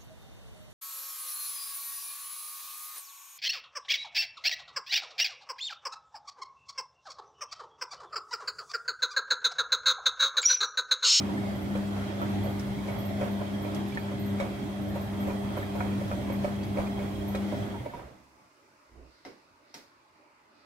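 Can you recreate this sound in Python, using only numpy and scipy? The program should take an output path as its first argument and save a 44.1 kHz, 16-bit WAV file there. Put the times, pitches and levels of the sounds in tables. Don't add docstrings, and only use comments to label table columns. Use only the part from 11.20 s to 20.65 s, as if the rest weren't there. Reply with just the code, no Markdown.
import sys
import numpy as np
from scipy import signal
from scipy.io import wavfile
from scipy.ndimage import uniform_filter1d

SR = 44100
rng = np.random.default_rng(int(sys.argv[2]) if len(sys.argv) > 2 else 0)


def wav_out(sig):
    wavfile.write(sys.argv[1], SR, np.round(np.clip(np.atleast_2d(sig).T, -1, 1) * 32767).astype(np.int16))


N = 416744

# pitch_hz, likeness (0 to 1)
LIKENESS = [(50, 0.9985), (140, 0.96), (300, 0.74), (550, 0.57), (900, 0.016), (1800, 0.24), (3500, 0.11),
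            (15000, .05)]
# pitch_hz, left_over_right_db
BALANCE = [(60, -3), (130, -2), (290, -4), (640, -3), (1410, 0.5), (3100, -4), (6820, 1), (15000, 1)]
# pitch_hz, left_lead_rad
LEFT_LEAD = [(50, 0.98), (600, -0.4), (900, -0.63), (1100, -3), (1800, -3.5), (2300, -7), (4000, -8.)]

# pitch_hz, level_db (per Hz)
ROOM_SPECTRUM = [(15, -47), (25, -20), (113, -4), (184, -12), (299, 1), (500, -7.5), (588, 0), (770, -9),
                 (858, 0), (1250, -2.5), (1640, -7.5), (2530, -9.5), (3200, -20), (4450, -17.5),
                 (5380, -25), (15800, -41)]
ROOM_DB = -64.5
# top_s, rise_s, fall_s (10 dB below the top), level_db
HISS_PUFFS = [(7.96, .12, 0.35, -72), (8.52, 0.062, .25, -71.5), (8.97, 0.05, .1, -82),
              (9.42, .11, .2, -73)]
THUMP_S, PUSH_DB, BODY_DB, THUMP_RISE_S, THUMP_FALL_S = 7.8, -53, -55, 0.072, 0.1

# start_s, level_db (of the whole click), tilt_db (per octave about 1 kHz), bass_db (before a
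# 10.5 dB cut), tail_t60_s, struck_hz (pitch struck most)
CLICK_EVENTS = [(8.05, -36, 0, 5, 0.38, 2120), (8.541, -34.5, 3.5, -2.5, 0.34, 5600)]
# pitch_hz, level_db (per Hz)
CLICK_SPECTRUM = [(290, -29), (500, -4), (945, -3), (1140, -7), (1540, -7.5), (2090, -5.5), (2960, -16),
                  (5130, -12), (7800, -27.5), (12200, -30.5), (15800, -36)]
# pitch_hz, level_db (before tilt and strike), t60_s
CLICK_MODES = [(730, 0, 0.14), (900, -5.5, 0.19), (2065, -5, 0.059), (3200, -18, 0.11), (3970, -9, 0.084),
               (4900, -13, 0.11), (5600, -7, 0.059)]

# start_s, peak_db, pitch_hz, t60_s
TUB_SHUDDERS = [(6.6, -35, 123, 0.15), (6.835, -45, 62, 0.16)]

# start_s, snap_db (6 dB above its rms before the fade), ring_hz, ring_peak_db
TICK_EVENTS = [(0.6709, -58, 7800, -58), (1.3937, -46, 5600, -53), (1.584, -56, 2240, -45),
               (1.6746, -51, 5400, -61), (2.5457, -44, 5600, -57), (2.6823, -54, 9200, -62),
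               (2.722, -60, 2330, -43.5), (2.7467, -51, 4270, -56), (3.2, -47, 3880, -44.5),
               (5.431, -51, 4600, -50), (5.667, -52, 2440, -46.5), (6.1499, -45, 3930, -48),
               (6.219, -58, 2200, -50)]
TICK_RING_T60_S = 0.057

# start_s, level_db (5.5 dB above the burst's rms before its fade), pitch_hz (at the start)
SQUEAK_EVENTS = [(0.3526, -52, 12810), (0.4194, -53, 13000), (1.0136, -49, 13500), (1.0964, -54, 12400),
                 (2.6738, -53, 12500), (3.6177, -55, 12800), (4.0721, -51, 12390), (4.4218, -52, 12590),
                 (1.234, -45, 12900), (1.291, -50, 12800), (1.7155, -50, 12490), (1.7853, -42, 13100),
                 (1.8532, -44.5, 12800), (2.0453, -52, 12800), (2.1141, -50, 12500), (2.4194, -49, 13100),
                 (2.5471, -52, 12000), (2.7911, -50, 13200), (2.9951, -45, 13600), (3.0614, -45.5, 13000),
                 (3.683, -49, 12400), (3.7519, -50, 13000), (3.8117, -47, 12800), (4.0033, -46, 12900),
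                 (4.3715, -47, 12800), (4.5545, -51, 13400), (5.1233, -46, 13000), (5.445, -54, 12200),
                 (6.079, -42.5, 12800)]

# time_s, second_multiple_db, first_multiple_db
HUM_LEVELS = [(0, -36, -45), (.35, -35.5, -41.5), (.78, -34.5, -42), (.93, -36.5, -45), (1.2, -33.5, -38),
              (1.55, -38, -46), (1.9, -35, -42), (2.3, -35.5, -42.5), (2.8, -35.5, -43), (3.1, -35.5, -40),
              (3.55, -37.5, -46), (3.9, -35, -37.5), (4.3, -35.5, -46), (4.46, -36, -38.5),
              (4.75, -33, -41.5), (5.0, -37.5, -45), (5.3, -35.5, -43), (5.75, -35.5, -43.5),
              (6.0, -35.5, -44), (6.3, -33.5, -45), (6.54, -39.5, -43.5), (6.63, -46, -45)]
# left_over_right_db, left_lead_rad
HUM_STEREO = [(0.5, 0.15), (3.5, 0.25), (-10.5, 0.32), (-7, .05)]
HUM_WAVER_DB = [1.4, 1.16, 3.6, 2.34]
FIRST_SWAY = {2: (2.2, 0.11), 3: (.9, -.01), 4: (1.572, -.09)}
# pitch_hz, width_hz, level_db (per Hz)
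BRUSH_WHINE = [(3285, 103, 3.5), (3100, 47, 1.5), (1955, 80, 0), (8380, 83, -10.5)]
MAINS_TWICE_HZ = 100.05
THIRD_DB, FOURTH_DB = -52.5, -49.5
FOLLOW = 0.2
SWELLS_PER_S, SWELL_TOP_S, SWELL_DB = 1.97, 0.1, 2
WHINE_WAVER_DB = 2

# time_s, rumble_db, slosh_db (before its sway)
TUMBLE_LEVELS = [(0.0, -52, -43.5), (0.5, -47, -46.5), (1.12, -53, -43.5), (1.39, -45.5, -46.5),
                 (1.85, -49.5, -45.5), (2.7, -51, -45.5), (2.9, -53, -47), (3.3, -49, -46),
                 (3.7, -50, -47.5), (4.05, -45.5, -46), (4.35, -48.5, -45.5), (5.0, -46, -46),
                 (5.21, -46.5, -46.5), (5.47, -48.5, -47), (6.01, -45.5, -48.5), (6.39, -49, -44.5),
                 (6.65, -51, -51.5), (6.88, -72, -59.5), (7.1, -68, -75.5), (7.3, -88, -70)]
# pitch_hz, level_db (per Hz)
RUMBLE_SPECTRUM = [(25, -44), (45, -44), (62, 4), (80, 5.5), (100, -27), (130, -37.5)]
# pitch_hz, level_db (per Hz)
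SLOSH_SPECTRUM = [(70, -48), (95, -4.5), (120, 11), (140, -1), (165, -21), (188, 4.5), (230, -2.5),
                  (270, -0.5), (325, 1), (360, -7), (453, -14), (590, -3), (1090, -14.5), (1530, -18),
                  (2200, -18.5), (2850, -25), (3570, -24), (4770, -29.5), (9740, -39), (12400, -37),
                  (15800, -56)]
SLOSH_SWAY = {4: (0.29, -0.07)}
DRUM_TURNS_PER_S = 0.845
FLOPS_PER_S, FLOPS_DB, FLOP_SPREAD_DB, FLOP_T60_S = 25, -11.5, 5.5, 0.28
TAPS_PER_S, TAPS_DB, TAP_SPREAD_DB = 130, -12, 4.5

# start_s, level_db (ring peak before lumps and balance),
# low_struck_hz, high_struck_hz, brightness_db (-18.5 leaves the upper modes as they are), splash_t60_s
LANDINGS = [(0.09, -36.5, 900, 1300, -21, .3), (0.553, -27.5, 536, 1580, -11, 0.38),
            (1.016, -28.5, 590, 1330, -10, 0.11), (1.102, -38, 700, 1640, -8, 0.24),
            (1.254, -33, 573, 1390, -19, 0.16), (1.684, -32, 570, 2300, -9, .4),
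            (2.012, -24, 545, 2220, -22, 0.43), (2.213, -30, 600, 2190, -23, 0.11),
            (2.449, -33.5, 547, 2410, -15, 0.18), (2.773, -30, 595, 1750, 3.5, 0.15),
            (2.917, -31.5, 580, 1390, -29, 0.1), (3.2, -23.5, 554, 2080, -9, 0.37),
            (3.757, -31.5, 590, 2200, -28, 0.15), (4.072, -30.5, 546, 2230, -21, 0.38),
            (4.097, -28.5, 460, 2380, -22, 0.26), (4.309, -37, 600, 1180, -21, 0.47),
            (4.369, -28, 560, 1570, -10, 0.33), (4.552, -31, 597, 1450, -21, 0.41),
            (4.604, -27.5, 770, 1450, -11, 0.55), (4.811, -30.5, 570, 1240, -27, 0.11),
            (4.914, -28.5, 605, 1370, -12, 0.25), (5.099, -29.5, 520, 2150, -17, 0.33),
            (5.2445, -22.5, 580, 2200, -21, 0.23), (5.571, -27, 580, 2200, -19, 0.41),
            (5.583, -25.5, 530, 2190, -26, .5), (5.79, -31, 580, 2110, -9, 0.91),
            (6.04, -45, 580, 1400, -19, 0.17), (6.147, -28, 573, 1980, -6, 0.33),
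            (6.324, -29, 570, 1270, -41, 0.14), (6.541, -39.5, 920, 1230, -13, 0.31),
            (6.659, -31.5, 565, 2200, -31, 0.084), (6.698, -50, 576, 1300, -24, .1),
            (6.736, -34, 920, 2170, -26, 0.74), (6.79, -40.5, 920, 1390, -22, 0.44)]
# pitch_hz, level_db (before lift and scatter), t60_s
DRUM_MODES = [(306, -9, .1), (435, -1, 0.14), (545.5, 0.5, 0.18), (580, 5, 0.14), (706, 1, 0.23),
              (946, 4, 0.15), (1324, -6.5, 0.11), (1496, -11.5, .06), (1764, -7, 0.046), (1880, -20, .07),
              (2228, -13.5, 0.14), (2430, -10.5, 0.1), (3260, -24, .1), (3840, -29, 0.087)]
# pitch_hz, level_db (per Hz)
SPLASH_SPECTRUM = [(200, -2), (400, -3), (600, 0), (1100, -6.5), (2300, -15), (3200, -25.5), (15800, -38.5)]
BLOW_RISE_S, SPLASH_RISE_S = 0.00089, 0.0095
GATHER_S, GATHER_DB = 0.024, -5.5
LUMPY = 0.3

EDGE_HZ = 15790


def gain_of(db):
    return 10 ** (np.asarray(db) / 20)


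def evened(x):
    return x / np.sqrt(np.mean(x ** 2) + 1e-20)


def read(points, hz):
    f, value = np.transpose(points)
    return np.interp(np.log(hz + 1), np.log(f + 1), value)


def curves(rows):
    s, *columns = np.transpose(rows)
    t = np.arange(N) / SR
    since_start = t - s[0] + (s[0] < 0.01)
    until_end = s[-1] - t + (s[-1] > 9.4)
    gate = np.clip(np.minimum(since_start, until_end) / 0.04, 0, 1)
    return gate, *(np.interp(t, s, c) for c in columns)


def add(mix, s, sound):
    part = mix[:, round(s * SR):][:, :sound.shape[1]]
    part += sound[:, :part.shape[1]]


def noise(points, band=(0, 3e4), patchy_db=0., size=1024, count=N):
    frames, hz = count * 2 // size + 3, np.fft.rfftfreq(size, 1 / SR)
    a, b, c, d, patches = rng.standard_normal((frames, len(hz), 5)).T
    patches = uniform_filter1d(patches, size=10, axis=0)
    patches = evened(uniform_filter1d(patches, size=4, axis=1))
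    same = np.clip(read(LIKENESS, hz), 0, 1)[:, None]
    left = a + 1j * b
    right = same * left + np.sqrt(1 - same ** 2) * (c + 1j * d)
    right = right * np.exp(-1j * read(LEFT_LEAD, hz))[:, None]
    lean = gain_of(read(BALANCE, hz) / 2)[:, None]
    shape = gain_of(read(points, hz))
    z = np.array([left * lean, right / lean]) * shape[:, None] * gain_of(patchy_db * patches)
    x = signal.istft(z, window="cosine", nperseg=size, noverlap=size // 2)[1][:, :count]
    inside = (hz >= band[0]) & (hz <= band[1])
    share = np.sum(shape[inside] ** 2) / np.sum(shape ** 2)
    return x / np.sqrt(np.mean(x.mean(0) ** 2) * share)


def peak(hz, width, skirt=0.23):
    below = [(hz - 3 * width, -60), (hz - width, -12), (hz - skirt * width, 0)]
    above = [(hz + skirt * width, 0), (hz + width, -12), (hz + 3 * width, -60)]
    return below + above


def fade(t60, rise, count):
    t = np.arange(count) / SR
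    return (1 - np.exp(-t / rise)) * gain_of(-60 * t / t60)


def bell(top_s, rise_s, fall_s):
    t = np.arange(N) / SR - top_s
    return gain_of(-10 * (t / np.where(t < 0, rise_s, fall_s)) ** 2)


def waver(smooth):
    once = uniform_filter1d(rng.standard_normal(N), size=smooth)
    return evened(uniform_filter1d(once, size=smooth))


def sway(per_s, top_s):
    return np.cos(2 * np.pi * per_s * (np.arange(N) / SR - top_s))


def with_drum(orders):
    return sum(db * sway(k * DRUM_TURNS_PER_S, s) for k, (db, s) in orders.items())


def near(hz, centre_hz):
    return np.exp(-(np.log2(hz / centre_hz) / 0.13) ** 2)


def ring(modes, lift_db, count, spread, rise, scatter=1.04):
    t, out = np.arange(count) / SR, np.zeros((2, count))
    chance = rng.standard_normal((len(modes), 3))
    for (hz, db, t60), lift, (detune, level, turn) in zip(modes, lift_db, chance):
        phase = np.array([[0], [-read(LEFT_LEAD, hz) + scatter * turn]])
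        tone = np.sin(2 * np.pi * hz * (1 + spread * detune) * t + phase)
        out += gain_of(db + lift + 2.0 * level) * fade(t60, rise, count) * tone
    return out / abs(out.mean(0)).max()


def room_tone():
    return gain_of(ROOM_DB) * noise(ROOM_SPECTRUM, patchy_db=2.0, size=2048)


def hiss():
    swells = sum(gain_of(db) * bell(s, rise, fall) for s, rise, fall, db in HISS_PUFFS)
    return swells * noise(peak(4520, 1500))


def fizz():
    t = np.arange(N) / SR
    suds = noise([(2500, -23), (5000, 5), (15800, -13)])
    return suds * gain_of(-75 - 3.3 * abs(t - 7.)) * (t > 6.7)


def thump():
    t = np.arange(N) / SR
    wobble = 0.07 * np.sin(2 * np.pi * 9.5 * t)
    push = np.sqrt(2) * np.sin(2 * np.pi * (62 * t + wobble)) * gain_of([[-3.], [3.]])
    body = noise([(90, -3), (170, -12), (300, -3), (750, -14), (2500, -66)], size=2048)
    swell = bell(THUMP_S, THUMP_RISE_S, THUMP_FALL_S)
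    return swell * (gain_of(PUSH_DB) * push + gain_of(BODY_DB) * body)


def clicks():
    out, count = np.zeros((2, N)), 16000
    modes_hz = np.array(CLICK_MODES)[:, 0]
    bass_points = [(100, -16), (200, -3.5), (300, 4.0), (420, -1), (600, -2.5), (900, -54)]
    for s, db, tilt_db, bass_db, t60, struck_hz in CLICK_EVENTS:
        tilted = [(f, level + tilt_db * np.log2(f / 1000)) for f, level in CLICK_SPECTRUM]
        tail = noise(tilted, patchy_db=0.5, size=256, count=count) * fade(t60, 0.00058, count)
        bass = noise(bass_points, size=2048, count=count) * fade(0.33, 0.017, count)
        lift_db = tilt_db * np.log2(modes_hz / 1000) + 6 * near(modes_hz, struck_hz)
        modes = ring(CLICK_MODES, lift_db, count, 0.0077, 0.00057, scatter=0.5)
        click = 0.63 * modes + gain_of(-14) * tail + gain_of(bass_db - 10.5) * bass
        add(out, s, gain_of(db) * click)
    return out


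def shudders():
    out, count = np.zeros((2, N)), 12000
    for s, db, hz, t60 in TUB_SHUDDERS:
        swing = fade(t60, 0.02, count) * np.sin(2 * np.pi * hz * np.arange(count) / SR)
        add(out, s, gain_of(db) * swing / swing.max() * np.ones((2, 1)))
    return out


def ticks():
    out, count = np.zeros((2, N)), 8000
    snap_points = [(1500, 10), (5500, 12.0), (9000, 7.0), (16000, -10)]
    snaps = noise(snap_points, (5000, 10500), count=count * len(TICK_EVENTS)).reshape(2, -1, count)
    for k, (s, db, hz, ring_db) in enumerate(TICK_EVENTS):
        tone = ring([(hz, 0, TICK_RING_T60_S)], [0], count, 0.0046, 0.0022, scatter=0.4)
        add(out, s, gain_of(db - 6) * snaps[:, k] * fade(0.11, 0.00071, count))
        add(out, s, gain_of(ring_db) * tone)
    return out


def squeaks():
    out, count = np.zeros((2, N)), 12000
    t = np.arange(count) / SR
    pole = np.exp(-np.pi * 1500 / SR)
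    for s, db, hz in SQUEAK_EVENTS:
        z = rng.standard_normal((3, count)) + 1j * rng.standard_normal((3, count))
        both = 0.19 * z[0] + z[1:]
        rough = signal.lfilter([1], np.poly([pole, pole, pole]), both)
        burst = (rough * np.exp(2j * np.pi * (hz * t - 1500 * t ** 2))).real
        add(out, s, gain_of(db - 5.5) * evened(burst) * fade(0.26, 0.00056, count))
    return out


def whine():
    grid = np.geomspace(1000, 12000, num=1500)
    power = sum(gain_of(2 * db) / (1 + (2 * (grid - f) / w) ** 4) for f, w, db in BRUSH_WHINE)
    fuzz = noise(np.c_[grid, 10 * np.log10(power)], size=2048)
    return gain_of(-60.5 + WHINE_WAVER_DB * waver(smooth=700)) * fuzz


def motor():
    gate, second_db, first_db = curves(HUM_LEVELS)
    second_db = second_db + SWELL_DB * sway(SWELLS_PER_S, SWELL_TOP_S)
    first_db = first_db + with_drum(FIRST_SWAY)
    swing_db = FOLLOW * (second_db - np.median(second_db))
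    levels = [first_db, second_db, THIRD_DB + swing_db, FOURTH_DB + swing_db]
    turn = 2 * np.pi * MAINS_TWICE_HZ * np.arange(N) / SR
    side = np.array([[.5], [-.5]])
    out = whine()
    for k, db in enumerate(levels):
        lean_db, lead = HUM_STEREO[k]
        gain = np.sqrt(2) * gain_of(db + HUM_WAVER_DB[k] * waver(smooth=3000) + side * lean_db)
        out += gain * np.sin((k + 1) * turn + side * lead + 2 * np.pi * rng.random())
    return gate * out


def chance_hits(per_s, spread_db):
    sizes = gain_of(spread_db * np.minimum(rng.exponential(1, N), 4))
    return sizes * (rng.random(N) < per_s / SR)


def flops():
    hits = chance_hits(FLOPS_PER_S, FLOP_SPREAD_DB)
    envelope = signal.oaconvolve(hits, fade(FLOP_T60_S, 0.016, count=12000))[:N]
    return evened(envelope) * noise(SPLASH_SPECTRUM, (700, 9000))


def taps():
    out, count = np.zeros((2, N)), 6000
    hits = chance_hits(TAPS_PER_S, TAP_SPREAD_DB)
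    which = rng.integers(len(DRUM_MODES), size=N)
    for k, mode in enumerate(DRUM_MODES):
        lift_db = mode[1] + 7 * (mode[0] > 1100)
        tone = ring([mode], [0], count, 0.003, 0.004, scatter=0.4)
        out += gain_of(lift_db) * signal.oaconvolve((hits * (which == k))[None], tone)[:, :N]
    return evened(out)


def tumble():
    gate, rumble_db, slosh_db = curves(TUMBLE_LEVELS)
    low = gain_of(rumble_db) * noise(RUMBLE_SPECTRUM, (45, 88), size=4096)
    wash = noise(SLOSH_SPECTRUM, (700, 9000), patchy_db=2.0, size=2048)
    wash = wash + gain_of(FLOPS_DB) * flops() + gain_of(TAPS_DB) * taps()
    return gate * (low + gain_of(slosh_db + with_drum(SLOSH_SWAY)) * wash)


def knocks():
    out, count, lead = np.zeros((2, N)), 12000, 4000
    modes_hz = np.array(DRUM_MODES)[:, 0]
    length = lead + count
    splash = noise(SPLASH_SPECTRUM, patchy_db=2.0, size=512, count=length * len(LANDINGS))
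    splash = splash.reshape(2, -1, length)
    rough = uniform_filter1d(rng.standard_normal((len(LANDINGS), count)), size=200, axis=1)
    lumps = 1 + LUMPY * evened(rough)
    gather = gain_of(GATHER_DB) * fade(6 * GATHER_S, 0.001, lead)[::-1]
    let_go = gain_of(GATHER_DB) * fade(0.05, 1e-5, count)
    for k, (s, db, low_hz, high_hz, bright_db, t60) in enumerate(LANDINGS):
        lift_db = (bright_db + 18.5) * (modes_hz > 1100)
        lift_db = lift_db + 11 * near(modes_hz, low_hz) + 13 * near(modes_hz, high_hz)
        shape = np.r_[gather, fade(t60, SPLASH_RISE_S, count) + let_go]
        gain = gain_of(db) * gain_of([[-1.3], [1.3]])
        add(out, s, gain * ring(DRUM_MODES, lift_db, count, 0.012, BLOW_RISE_S) * lumps[k])
        add(out, s - lead / SR, gain * gain_of(-10.0) * splash[:, k] * shape)
    return out


def scene():
    background = room_tone() + hiss() + fizz() + thump() + clicks()
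    details = shudders() + ticks() + squeaks()
    return background + details + motor() + tumble() + knocks()


def record(dry):
    kernel = signal.firwin(1023, EDGE_HZ, window=("kaiser", 10), fs=SR)
    return signal.oaconvolve(dry, kernel[None], "same")


dry = scene()
out = record(dry)
wav_out(out)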